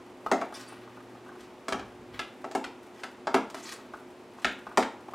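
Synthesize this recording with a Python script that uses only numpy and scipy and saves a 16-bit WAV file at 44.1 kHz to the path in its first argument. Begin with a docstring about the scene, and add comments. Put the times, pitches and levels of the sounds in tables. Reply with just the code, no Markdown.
"""A plastic tub knocks hollowly on a kitchen counter as a metal spoon stirs chopped vegetables in it.
The spoon clacks on the tub's wall; between the blows it scrapes, squeaks and taps through the wet mix.
The stereo microphone stands a few metres off, with the tub nearly straight ahead.
The small bright kitchen echoes it all over the hum of a refrigerator."""
import sys
import numpy as np
from scipy import signal
from scipy.fft import rfft, irfft
from scipy.io import wavfile
from scipy.ndimage import uniform_filter1d

SR = 44100
rng = np.random.default_rng(int(sys.argv[2]) if len(sys.argv) > 2 else 0)


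def transcribe(signal):
    """Save signal, clipped to [-1, 1], as a 16-bit WAV file at the path in sys.argv[1]."""
    frames = np.atleast_2d(signal).T
    limited = np.clip(frames, -1, 1)
    pcm = np.round(limited * 32767).astype(np.int16)
    wavfile.write(sys.argv[1], SR, pcm)


N = 226892
T = np.arange(N) / SR
RING_T = T[:SR // 2]  # the half second given to one blow or echo


# Blows at the counter: t/s, level/dB, spoon share (0 = tub knocks on counter, 1 = spoon clacks on tub),
# weight/dB of bass, hardness/(dB per octave of treble), pitch ratio of the struck place
KNOCKS_AND_CLACKS = [(0.3152, -19.5, .03, -0.5, 0.3, 0.98), (0.414, -30, 0.14, -4, -3, 1),
                     (1.683, -31, 0.37, -3.5, 3.5, 0.94), (1.724, -27, 0.55, 2.5, 1, 1.03),
                     (1.795, -39.5, 0.73, 7.5, 2, 0.9), (2.193, -30.5, 1, -2.5, 1.3, 1.15),
                     (2.4429, -35, 0.058, -2.5, -3.2, 1.06), (2.5132, -43.5, 0.15, -7, 4.5, 0.9),
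                     (2.5506, -26, 0.04, 1.5, 1.5, 1.08), (2.642, -36, 0.82, 3.5, 2.3, 1.12),
                     (3.035, -35.5, 0.67, -7.5, 1.8, 1.05), (3.271, -26, 0.11, -9, -1.7, 0.88),
                     (3.343, -18.5, 0.23, 2.5, -0.9, 1.17), (3.5, -48.5, .5, -3, 7.5, 0.93),
                     (3.545, -38, 0.17, -4, 2.5, 1.14), (4.4457, -21.5, 0.94, -2.5, 0, 1.13),
                     (4.7735, -16, .02, -3, 1, 1.02), (4.826, -31.5, 0.87, 0, -2.5, 1.34)]
# Modes of the tub standing on the counter: f/Hz, relative level/dB, t60/s
TUB_MODES = [(206.3, -7, 0.45), (241.9, -3.5, 0.3), (269.4, 1, .27), (325, -7.5, 0.35), (388.8, 6, 0.13),
             (451, -9.5, 0.35), (528, -14.5, 0.34), (608, -2.5, 0.044), (660, 0.5, 0.12), (746, -1, 0.11),
             (931, -12.5, 0.28), (1150, -19.5, 0.047), (1316, 3, 0.11), (1407, -19.5, 0.6)]


def blows(crack_db=-0.5, ring_db=1.0, crack_bass_db=-6, swell_s=0.0085):
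    """Each blow cracks in its own colour and rings the tub, whose modes take up that colour."""
    out = np.zeros(N)
    mode_hz, mode_db, mode_t60 = np.transpose(TUB_MODES)
    for start, level_db, share, weight_db, hardness_db, pitch in KNOCKS_AND_CLACKS:
        hz, db = blow_colour(share, weight_db, hardness_db, pitch)
        room = kitchen_echo()  # the tub turns in the hand, so each blow meets other echoes
        crack = np.column_stack([hz, db + crack_bass_db * bass(hz)])  # the modes carry most of the bass
        add(out, start, undb(level_db + crack_db) * contact(room, crack))
        scatter_db, detune, phases = rng.standard_normal((3, len(TUB_MODES)))
        drive_db = level_db + np.interp(np.log(mode_hz), np.log(hz), db + 10 * np.log10(hz))
        gains = undb(drive_db + mode_db + ring_db + scatter_db)
        shifted_hz = mode_hz * (1 + 0.0056 * detune)  # grip and filling shift the modes a little
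        ring = sum(gain * np.sin(2 * np.pi * f * RING_T + np.pi * phase) * fade(t60)
                   for gain, f, phase, t60 in zip(gains, shifted_hz, phases, mode_t60))
        add(out, start, ring * (1 - np.exp(-RING_T / swell_s)))
    return out


# Spectra of the two kinds of contact: f/Hz, hollow knock level/dB, sharp clack level/dB
BLOW_SPECTRA = [(28, -45, -23), (54.3, -18, 4), (108, -27, -12), (159, -8.5, -6), (234, -1.5, -3.5),
                (505, 0, -4), (710, 2.5, -4), (947, -4, -5), (1296, -8.5, 3), (2080, -16, -3.5),
                (3300, -25, -9.5), (5600, -26, -20.5), (8400, -31.5, -29.5), (14500, -52, -52)]


def blow_colour(share, weight_db, hardness_db, pitch, treble_hz=1650):
    """Unit-power blend of knock and clack: weight adds bass, hardness treble, a stiff place pitch."""
    hz, knock, clack = np.transpose(BLOW_SPECTRA)
    db = knock + np.clip(share, 0, 1) * (clack - knock)
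    db = db + weight_db * bass(hz) + hardness_db * np.maximum(np.log2(hz / treble_hz), 0)
    hz = hz * pitch ** (1 - bass(hz))
    power = np.sum(undb(db) ** 2 * np.gradient(hz))
    return hz, db - 10 * np.log10(power)


def bass(hz, edge_hz=570):
    """1 where the tub moves as a whole, 0 above, changing over half an octave."""
    return np.clip(.5 - 2 * np.log2(hz / edge_hz), 0, 1)


def contact(room, spectrum, chatter=0.3, chatter_t60=0.011, touch=0.65, spread_db=1.4, nominal_s=.03):
    """A sharp touch and a moment of chatter, heard across the room in the given spectrum."""
    force = chatter * rng.standard_normal(len(RING_T)) * fade(chatter_t60)
    force[0] += touch
    burst = whiten(signal.fftconvolve(force, room)[:len(RING_T)])
    # each place on the tub's wall favours other upper resonances
    hz = np.geomspace(900, 12000, 26)
    ripple_db = spread_db * rng.standard_normal(len(hz)) * signal.windows.tukey(len(hz), alpha=0.1)
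    place_db = along(np.column_stack([hz, ripple_db]), len(RING_T))
    gain = SR * np.sqrt(nominal_s / 2)  # the energy of that spectrum held for nominal_s
    return gain * colour(burst, along(spectrum, len(RING_T)) + place_db)


# Soft taps of the spoon through the vegetables: t/s, relative level/dB, f/Hz
SPOON_TAPS = [(0.263, -33, 1070), (0.5256, -47, 1240), (0.7219, -48.5, 1150), (0.8755, -53.5, 1150),
              (0.9718, -53.5, 1150), (1.0027, -56.5, 1270), (1.1524, -52.5, 1000), (1.2624, -54, 1160),
              (1.2891, -52.5, 1320), (1.3184, -54, 1100), (3.7869, -54, 1080), (3.9371, -42.5, 1165),
              (4.384, -51, 1100), (4.668, -42, 1130), (4.7145, -50.5, 1230), (5.0848, -44.5, 950),
              (5.121, -53, 865), (5.136, -40.5, 1060)]
# Spectrum of one tap: multiple of its pitch, level/dB
TAP_SPECTRUM = [(.2, -16), (.6, -4.5), (1, 0), (1.22, -0.5), (1.55, -18.5), (4, -31.5), (10, -45)]


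def taps(room, tap_db=-27):
    """Cushioned by the filling, a tap is one broad, dull resonance."""
    out = np.zeros(N)
    for start, db, hz in SPOON_TAPS:
        spectrum = [(ratio * hz, ratio_db) for ratio, ratio_db in TAP_SPECTRUM]
        add(out, start, undb(db + tap_db) * contact(room, spectrum, chatter=0.14))
    return out


# Spoon strokes: t/s, length/s, hiss level/dB, relative rasp level/dB, t60/s of the mix settling
SPOON_STROKES = [(0.546, 0.075, -51.5, -47.5, 0.86), (0.68, 0.015, -57, -59, 4.3),
                 (1.41, 0.026, -59.5, -54, 0.46), (2.138, 0.038, -66, -46.5, 0.22),
                 (2.948, 0.082, -62, -53, .2), (3.567, .16, -49.5, -48.5, 0.73),
                 (4.391, 0.043, -59.5, -51, 0.29)]
# Spectra of the hiss along the tub's wall and of the rasp through the mix: f/Hz, level/dB
WALL_HISS = [(300, -14), (1500, 4.5), (3000, -2.5), (5200, 0.5), (8000, -3.5), (10000, -9), (14000, -17),
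             (16000, -29)]
MIX_RASP = [(400, -40), (1000, 5), (1600, 1.5), (2600, -1), (4500, -9.5), (9000, -27)]


def stirring(room, rasp_db=-4.5, wet_db=-67, catch_db=2.0, attack_s=0.031, hiss_t60=0.095):
    """The spoon sticks and slips along the wall; the mix settles after it and crackles throughout."""
    hiss, rasp = np.zeros((2, N))
    for start, length, wall_db, mix_db, settle_t60 in SPOON_STROKES:
        hiss += undb(wall_db) * gesture(start, length, attack_s, hiss_t60)
        rasp += undb(mix_db + rasp_db) * gesture(start, length, attack_s, settle_t60)
    squeaking = squeaks()
    scrape = hiss * shaped(grains(500), WALL_HISS) + rasp * shaped(grains(1200), MIX_RASP)
    scrape *= undb(catch_db * walk(70))  # the spoon catches on the pieces
    wet_spectrum = [(500, -15), (1400, -0.5), (5000, -16), (10000, -17.0), (16000, -26)]
    crackle = undb(wet_db + 2 * walk(5.5)) * shaped(grains(64), wet_spectrum)
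    return signal.fftconvolve(scrape + squeaking + crackle, whiten(room))[:N]


def grains(per_second):
    """Tiny slips and wet pops of unequal size."""
    size = undb(3.5 * np.minimum(rng.exponential(size=N), 4))
    return (rng.random(N) < per_second / SR) * rng.choice([-1, 1], N) * size


# Squeaks of the spoon: t/s, length/s, f/Hz, level/dB, wander as a share of the pitch
SPOON_SQUEAKS = [(0.534, 0.028, 3540, -45.5, 0.029), (0.535, 0.025, 5150, -41, 0.07),
                 (0.535, 0.015, 9500, -46, 0.087), (0.663, 0.028, 4620, -51, .02),
                 (0.671, .031, 8800, -50, 0.083), (0.698, .04, 9240, -58, .06),
                 (0.75, .025, 10100, -63, .03), (3.618, 0.039, 6700, -44.5, .11),
                 (3.642, 0.041, 4950, -41.5, 0.173), (3.675, 0.037, 3730, -42.5, .17),
                 (3.727, 0.019, 8500, -44, .18)]


def squeaks():
    """Metal sticks and slips on wet plastic in brief tones of unsteady pitch."""
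    out, wander = np.zeros(N), walk(900)
    for start, length, hz, db, spread in SPOON_SQUEAKS:
        pitch = hz * (1 + spread * wander[int(start * SR):int((start + length) * SR)])
        tone = np.sin(2 * np.pi * np.cumsum(pitch) / SR)
        add(out, start, undb(db) * tone * signal.windows.hann(len(tone)))
    return out


# Drags of the tub across the counter: t/s, length/s, level/dB
TUB_DRAGS = [(1.405, .03, -61), (1.764, 0.42, -56.5)]


def counter_rumble(attack_s=0.022, t60=0.22):
    """The worktop answers the dragged tub with a low rumble."""
    envelope = sum(undb(db) * gesture(start, length, attack_s, t60) for start, length, db in TUB_DRAGS)
    spectrum = [(30, -33), (55, -4), (85, -14), (110, -1.5), (160, -20), (400, -45), (2000, -80)]
    return envelope * shaped(rng.standard_normal(N), spectrum)


# How long the small kitchen rings: f/Hz, t60/s
KITCHEN_DECAY = [(100, 0.11), (400, 0.5), (1500, 0.36), (3000, 0.4), (6000, 0.31), (14000, 0.24)]


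def kitchen_echo(slap_db=0.5, near_db=-2, near_t60=0.11, tail_db=-3.5, build_s=0.015):
    """Tub to microphone: direct sound, slaps off counter and wall, cupboard scatter, a diffuse tail."""
    size = len(RING_T)
    early = np.zeros(size)
    early[0] = 1
    for lag_s, db in [(.0016, -1), (.0046, -4), (.0072, -2.5)]:
        add(early, lag_s, undb(slap_db + db) * unit(rng.standard_normal(64)) / np.sqrt(64))
    noise, t60 = rfft(rng.standard_normal(size)), along(KITCHEN_DECAY, size)
    octave = np.log2(np.arange(len(noise)) + 1).astype(int)
    tail = sum(irfft(noise * (octave == k), size) * fade(t60[octave == k].mean())
               for k in np.unique(octave))
    near = rng.standard_normal(size) * fade(near_t60)
    build = 1 - np.exp(-RING_T / build_s)
    diffuse = undb(near_db) * unit(near * build) + undb(tail_db) * unit(tail * build)
    return early + diffuse / np.sqrt(size)


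# Room tone, the fan's noise filling the kitchen: f/Hz, relative level/dB
ROOM_TONE = [(25, -27), (50, -23.5), (90, -17.5), (160, -15.5), (250, -4), (400, -6), (520, -9.5),
             (900, -11.5), (1500, -20), (2500, -23), (4200, -31), (8000, -37), (11000, -42.5), (16000, -52)]
# Tones of the refrigerator's motor and fan: f/Hz, level/dB
MOTOR_TONES = [(215.3, -66), (253, -60), (360.7, -55), (613.7, -69)]
# Mains hum, swelling for a while: t/s, level/dB
MAINS_SWELL = [(0, -66), (.5, -67), (.7, -61.5), (1.2, -59.5), (1.4, -72), (5.14, -68)]


def refrigerator(air_db=-50.38, side_db=-16.5, mains_hz=119):
    """Steady fan noise with slightly wavering motor tones and a mains hum, in stereo."""
    air = undb(air_db) * shaped(rng.standard_normal(N), ROOM_TONE)
    # left and right agree best in the low middle range
    side_spectrum = [(hz, db + np.interp(np.log(hz), np.log([60, 250, 3000]), [7, -9, 0]))
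                     for hz, db in ROOM_TONE]
    side = undb(air_db + side_db) * shaped(rng.standard_normal(N), side_spectrum)
    motor = sum(undb(db + 0.7 * walk(4.55)) * np.sin(2 * np.pi * hz * T + 0.63 * walk(2.8))
                for hz, db in MOTOR_TONES)
    mains = undb(np.interp(T, *np.transpose(MAINS_SWELL))) * np.sin(2 * np.pi * mains_hz * T)
    return air + np.sqrt(2) * (motor + mains) + side * np.array([[1], [-1]])


def gesture(start, length, attack_s, t60):
    """Envelope of a hand movement: swells up to its start, holds, dies away."""
    attack = np.clip(1 + (T - start) / attack_s, 0, 1) ** 2
    return attack * np.exp(-np.log(1000) * np.maximum(T - start - length, 0) / t60)


def fade(t60):
    """An exponential decay, 60 dB down after t60 seconds."""
    return np.exp(-np.log(1000) * RING_T / t60)


def walk(rate_hz):
    """A random wander of rms 1."""
    hold = int(SR / rate_hz)
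    steps = np.repeat(rng.standard_normal(N // hold + 1), hold)
    return unit(uniform_filter1d(steps, hold)[:N])


def along(points, size):
    """Read (Hz, value) points at the bins of a transform, on a log axis."""
    hz, value = np.transpose(points)
    return np.interp(np.log(np.fft.rfftfreq(size, 1 / SR) + 1), np.log(hz), value)


def colour(x, db):
    """Causal filter with the given gain per bin, from the cepstrum."""
    cepstrum = irfft(np.log(undb(db)), len(x))
    cepstrum[1:len(x) // 2] *= 2
    cepstrum[len(x) // 2 + 1:] = 0
    return irfft(rfft(x) * np.exp(rfft(cepstrum)), len(x))


def whiten(x):
    """Even out the broad spectrum of a burst, keeping its resonances."""
    power = uniform_filter1d(np.abs(rfft(x)) ** 2, size=300)
    return colour(x, -10 * np.log10(np.abs(power) + 1e-18))


def shaped(x, spectrum):
    """A long sound filtered by (Hz, dB) points, rms 1."""
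    return unit(irfft(rfft(x) * undb(along(spectrum, N)), N))


def add(track, start, x):
    """Mix x into the track from start seconds on."""
    i = max(int(start * SR), 0)
    part = x[:max(N - i, 0)]
    track[i:i + len(part)] += part


def undb(db):
    """Decibels to gain."""
    return 10 ** (np.asarray(db) / 20)


def unit(x):
    """Scale to rms 1."""
    return x / np.sqrt(np.mean(x ** 2))


def scene(wide_db=-20, lean_db=.22):
    """The tub is a few metres off, nearly straight ahead; its echoes spread a little to the sides."""
    room = kitchen_echo()
    tub = blows() + taps(room) + stirring(room)
    spread = whiten(rng.standard_normal(len(RING_T)) * RING_T * fade(0.024))
    side = undb(wide_db) * signal.fftconvolve(tub, spread)[:N]
    side = signal.sosfilt(signal.butter(1, 1000, "high", fs=SR, output="sos"), side)
    balance = undb([[lean_db], [-lean_db]])
    return tub * balance + side * np.array([[1], [-1]]) + refrigerator() + counter_rumble()


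def record(dry, low_cut_hz=39, top_hz=15700):
    """The recorder thins the deepest bass and cuts the top."""
    thinned = signal.sosfilt(signal.butter(4, low_cut_hz, "high", fs=SR, output="sos"), dry)
    return signal.sosfilt(signal.ellip(8, .2, 70, top_hz, fs=SR, output="sos"), thinned)


dry = scene()
out = record(dry)
transcribe(out)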